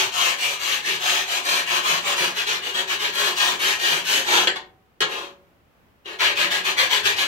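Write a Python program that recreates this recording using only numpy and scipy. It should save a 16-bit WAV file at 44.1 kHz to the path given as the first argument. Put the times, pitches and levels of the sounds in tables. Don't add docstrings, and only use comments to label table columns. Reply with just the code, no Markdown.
import sys
import numpy as np
from scipy import signal
from scipy.fft import rfft, irfft, next_fast_len
from scipy.io import wavfile
from scipy.ndimage import uniform_filter1d, map_coordinates

SR = 44100
rng = np.random.default_rng(int(sys.argv[2]) if len(sys.argv) > 2 else 0)


def pcm_store(signal):
    levels = np.round(np.clip(np.atleast_2d(signal), -1, 1) * 32767)
    wavfile.write(sys.argv[1], SR, levels.astype(np.int16).T)


N = 320599

FFT_SIZE = 8192
HZ = np.fft.rfftfreq(FFT_SIZE, 1 / SR)
# frequency in Hz, gain in dB.
GLASS_RESPONSE = [(60, -37.5), (100, -26), (130, -28), (290, -27), (350, -15.5), (620, -17), (780, -8),
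                  (1000, -2), (2000, -6), (2900, -0.5), (4200, -3.5), (5300, -12.5), (6200, -7.5),
                  (9000, -23), (11500, -18), (15500, -24)]


def amp(db):
    return 10 ** (np.asarray(db) / 20)


def unit(x):
    return x / np.sqrt(np.mean(x ** 2) + 1e-20)


def along(points, hz):
    point_hz, values = np.transpose(points)
    return np.interp(np.log(hz + 1), np.log(point_hz + 1), values)


def wobble(position):
    return map_coordinates(rng.standard_normal(int(position[-1]) + 4), [position])


def filtered(x, response):
    n = x.shape[-1]
    padded = next_fast_len(n + FFT_SIZE)
    return irfft(rfft(x, padded) * response(np.fft.rfftfreq(padded, 1 / SR)), padded)[..., :n]


def minimum_phase(db):
    cepstrum = irfft(np.log(amp(db)))
    cepstrum[1:FFT_SIZE // 2] *= 2
    cepstrum[FFT_SIZE // 2 + 1:] = 0
    impulse = irfft(np.exp(rfft(cepstrum)))
    return impulse / np.linalg.norm(impulse)


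def add(track, start_s, x):
    i = round(start_s * SR)
    x = x[:, max(-i, 0):N - i]
    track[:, max(i, 0):][:, :x.shape[1]] += x


def diffuse(pair, alike=0.99, crossing_s=0.00044):
    angle = lambda hz: np.arccos(np.clip(alike * np.sinc(2 * hz * crossing_s), -1, 1)) / 2
    mid, side = filtered(pair, lambda hz: np.array([np.cos(angle(hz)), np.sin(angle(hz))]))
    return np.array([mid + side, mid - side])


def workshop_air(level_db=-59.5, drift_db=1.0):
    # frequency in Hz, relative density in dB.
    spectrum = [(15, -51), (25, -17.5), (43, -20.5), (55, -9.5), (76, -9), (123, -12.5), (371, -18),
                (473, -17), (527, -18.5), (1040, -21), (1550, -23.5), (3050, -29.5), (4100, -36),
                (8970, -44.5), (15800, -38)]
    t = np.arange(N) / SR
    noise = diffuse(rng.standard_normal((2, N)), alike=0.62)
    air = filtered(noise, lambda hz: amp(along(spectrum, hz)))
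    return unit(air) * amp(level_db + drift_db * wobble(6 * t))


def in_workshop(x, direct_db=-9.5, walls_db=-8, tail_db=-3, walls_t60=0.067, lag_s=.00034):
    # frequency in Hz, t60 in seconds.
    decay = [(150, 0.88), (500, 0.37), (2500, 0.25), (7000, 0.21), (15000, 0.14)]
    hz, frame_s, spectra = signal.stft(rng.standard_normal((2, SR // 2)), SR, nperseg=256)
    tail = signal.istft(spectra * amp(-60 * frame_s / along(decay, hz)[:, None]), SR, nperseg=256)[1]
    t = np.arange(tail.shape[1]) / SR
    walls = rng.standard_normal(tail.shape) * amp(-60 * t / walls_t60)
    echo = (amp(tail_db) * unit(tail) + amp(walls_db) * unit(walls)) / np.sqrt(len(t))
    wet = signal.fftconvolve(x[None], diffuse(echo), axes=1)[:, :len(x)]
    return wet + amp(direct_db) * np.array([np.roll(x, round(lag_s * SR)), x])


def ringing_modes(rise_s=0.0043):
    # start in seconds, level in dB, frequency in Hz, t60 in seconds.
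    rings = [(0.913, -47, 147, 0.72), (1.522, -45, 173, 0.37), (1.922, -38, 161, 0.37),
             (2.201, -39, 158.5, .35), (3.918, -40, 159.6, 0.4), (4.472, -46, 760, 0.99),
             (5.01, -39.5, 156, 0.31), (5.22, -40, 562, 0.64), (7.035, -43.5, 99.3, 0.88)]
    out, t = np.zeros((2, N)), np.arange(SR) / SR
    for start, db, hz, t60 in rings:
        envelope = amp(db - 60 * t / t60) * (1 - np.exp(-t / rise_s))
        add(out, start, (envelope * np.sin(2 * np.pi * hz * t))[None])
    return out


def pane(force, comb_db, bass_db, body_db, hiss_db):
    # frequency in Hz, width in Hz, strength in dB against the broad response.
    resonances = [(182.5, 13, 10.5), (249.7, 29, 8.5), (370, 53, 12), (419, 6.1, 10), (530, 60, 7),
                  (577.4, 24.5, 13), (698, 45, 8), (846.7, 11, 6.5), (910, 6, 1.5), (962, 8.8, 1.5),
                  (1004, 35, -9), (1038, 16, 2.5), (1236, 170, -1.5), (1530, 15, 3), (1667, 99, 8),
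                  (1840, 36, -6), (1857, 60, 6.5), (2235, 54, 2), (2375, 20, 6.5), (2507, 110, -0.5),
                  (2577, 22, -10.5), (2872, 100, 0.5), (3035, 16, -7.5), (3210, 90, 1), (3395, 86, -2),
                  (3450, 22, -11), (4130, 86, -2), (7380, 32, 6)]
    hz, width, db = np.transpose(resonances)[:, :, None]
    peaks = amp(db) ** 2 / (1 + (2 * (HZ - hz) / width) ** 2)
    modes = 10 * np.log10(1 + peaks.sum(axis=0))
    comb = comb_db * along([(1000, .15), (3300, .25), (4800, 1)], HZ)
    tilt = along([(130, 0), (300, bass_db), (430, bass_db), (650, body_db), (1200, body_db),
                  (1800, 0), (4200, 0), (6000, hiss_db)], HZ)
    impulse = minimum_phase(along(GLASS_RESPONSE, HZ) + modes + comb + tilt)
    return signal.fftconvolve(np.pad(force, (0, SR // 3)), impulse)


def stone_knocks(comb_db, crack_t60=.012, contact_hz=10500):
    # start in seconds, force in dB, crunch t60 in seconds, extra bass, body and hiss in dB.
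    knocks = [(.719, -16, .12, -11, -11, -10.5), (3.045, -17, .1, -10, -10, -8.5),
              (4.4719, -6, 0.032, 0.5, -6, -3), (4.559, -16.5, 0.044, -4, -0.5, -4.5),
              (5.0054, -8, 0.041, 8.5, -2.5, -0.5), (5.015, -8.5, .08, 3, -0.5, -6.5),
              (6.058, -26.5, 0.07, 11, -4, -11.5), (6.204, -17, 0.11, 7.5, -2.5, -8.5)]
    out, t = np.zeros((2, N)), np.arange(SR // 10) / SR
    blunt_corner = signal.butter(2, contact_hz, fs=SR)
    for start, db, crunch_t60, *colour_db in knocks:
        crack = amp(-60 * t / crack_t60)
        crunch = .8 * amp(-60 * t / crunch_t60)
        force = amp(db) * np.maximum(crack, crunch) * rng.standard_normal(len(t))
        force[0] = 4 * amp(db)
        force = signal.lfilter(*blunt_corner, force)
        add(out, start, in_workshop(pane(force, comb_db, *colour_db)))
    return out


def grit(t, rough_db=2.0, chips_per_s=70):
    grains = rng.standard_normal(len(t))
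    clumps = amp(rough_db * wobble(t * 500) + 0.55 * wobble(t * 55))
    chips = (rng.random(len(t)) < chips_per_s / SR) * rng.uniform(-9, 9, len(t))
    return unit(grains * clumps) + chips


def patches(shape, bins):
    return unit(uniform_filter1d(uniform_filter1d(rng.standard_normal(shape), bins, 0), 6, 1))


def cross_nodes(force, start, outward, fine_db=1.5, broad_db=0.43):
    # time in seconds, antinode in Hz at one turn and at the other, depth in dB.
    standing_wave = [(0, 2045, 3620, 4.5), (1.5, 2100, 3550, 2.5), (2.4, 2190, 3200, 1),
                     (5.302, 2470, 3170, 0.5), (6.2, 1940, 2296, 4), (7.27, 1880, 2280, 1)]
    times, *columns = np.transpose(standing_wave)
    near_hz, far_hz, depth_db = [np.interp(start, times, column) for column in columns]
    hz, t, spectra = signal.stft(force, SR, nperseg=1024)
    place = (1 - outward * np.cos(np.pi * t / t[-1])) / 2
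    antinode_hz = near_hz + (far_hz - near_hz) * place
    standing = np.cos(4 * np.pi * np.sqrt(hz[:, None] / antinode_hz))
    reach = along([(700, 0.17), (1900, 1), (3300, 0.14), (6000, 0.14)], hz)[:, None]
    fine = np.minimum(patches(spectra.shape, bins=2), 1.3)
    broad = patches(spectra.shape, bins=14)
    colour_db = depth_db * reach * standing + fine_db * fine + broad_db * broad
    power = np.average(amp(colour_db) ** 2, axis=0, weights=amp(along(GLASS_RESPONSE, hz)) ** 2)
    colour_db -= 10 * np.log10(power)
    return signal.istft(spectra * amp(colour_db), nperseg=1024)[1][:len(force)]


def stone_strokes(comb_db, level_db=-.5, turn_speed=0.046, light_db=-21.5):
    # start in seconds, relative pressure at mid-stroke in dB, its fall over the stroke in dB.
    strokes = [(-0.11, -16.5, 21.5), (0.111, -17.5, 4), (0.364, -20.5, 5.0), (0.582, -21, 6.5),
               (0.824, -20, 5.5), (0.988, -17, 4.5), (1.26, -20, 6.0), (1.425, -17.0, 6.5),
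               (1.647, -18, -4.5), (1.814, -17, 4.0), (2.008, -19.5, -11.5), (2.153, -19, 19),
               (2.342, -22.0, 10), (2.455, -21.5, 20.5), (2.61, -25, 2.5), (2.734, -23.5, 24),
               (2.866, -21, 4.5), (2.979, -22, 7.5), (3.118, -18.1, 2.0), (3.349, -18, 13.5),
               (3.584, -17, 11), (3.78, -17.5, 10), (4.034, -16.5, 0.5), (4.236, -14.5, -3.5),
               (5.071, -32, 27), (6.044, -33, 2.0), (6.186, -17.5, 19), (6.352, -18.0, 14),
               (6.498, -20.5, 26), (6.636, -21.5, 23.5), (6.762, -16.5, 15.0), (6.892, -18.5, 20.5),
               (7.029, -18.6, 20.5), (7.159, -19, 16)]
    lifts = [4.455, 5.341, 6.175, 7.295]
    # time in seconds, extra bass, body and hiss in dB.
    grip_tone = [(.22, -6.5, -1.5, 1), (.71, -5.5, -6, 1.5), (.92, -0.5, -6.5, -0.5), (1.12, -8, -2.5, .5),
                 (1.35, -2.5, -2.5, 1), (2.1, -1.5, 0.5, .5), (2.55, -2, -4.5, -1.5), (3.04, 0, -5.5, -1.5),
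                 (3.25, -1, 0.5, 1.5), (3.9, -1, -3.5, 0.5), (4.15, 0, -3, 2.5), (4.35, -0.5, 0, -0.5),
                 (6.27, -0.5, -2, -5), (6.6, -2, -2.5, -1.5), (7.252, -4.5, -4, -1.7)]
    out = np.zeros((2, N))
    stops = np.append([row[0] for row in strokes], lifts)
    grip_s, *grip_db = np.transpose(grip_tone)
    for k, (start, press_db, ease_db) in enumerate(strokes):
        end = stops[stops > start].min()
        t = np.arange(round((end - start) * SR)) / SR
        progress = t / t[-1]
        speed = turn_speed + (1 - turn_speed) * np.sin(np.pi * progress)
        pressure = amp(level_db + press_db - ease_db * (progress - .5))
        force = pressure * speed * cross_nodes(grit(t), start, outward=(-1) ** k)
        bass_db, body_db, hiss_db = [np.interp((start + end) / 2, grip_s, band) for band in grip_db]
        skate_db = max(light_db - press_db, 0)
        scrape = pane(force, comb_db, bass_db + 0.75 * skate_db, body_db + 0.45 * skate_db, hiss_db)
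        add(out, start, in_workshop(scrape))
    return out


def scene():
    # frequency in Hz, left minus right in dB.
    balance = [(400, 1.7), (900, -0.5), (1600, 1.5), (2500, 5.5), (4200, 3), (6000, 3), (8500, 12),
               (11000, 5), (15000, 5.5)]
    comb_db = 0.6 * wobble(HZ / 120)
    glass = stone_strokes(comb_db) + stone_knocks(comb_db)
    glass = filtered(glass, lambda hz: amp(np.array([[.5], [-.5]]) * along(balance, hz)))
    return glass + ringing_modes() + workshop_air()


def record(dry):
    return filtered(dry, lambda hz: hz < 15750)


dry = scene()
out = record(dry)
pcm_store(out)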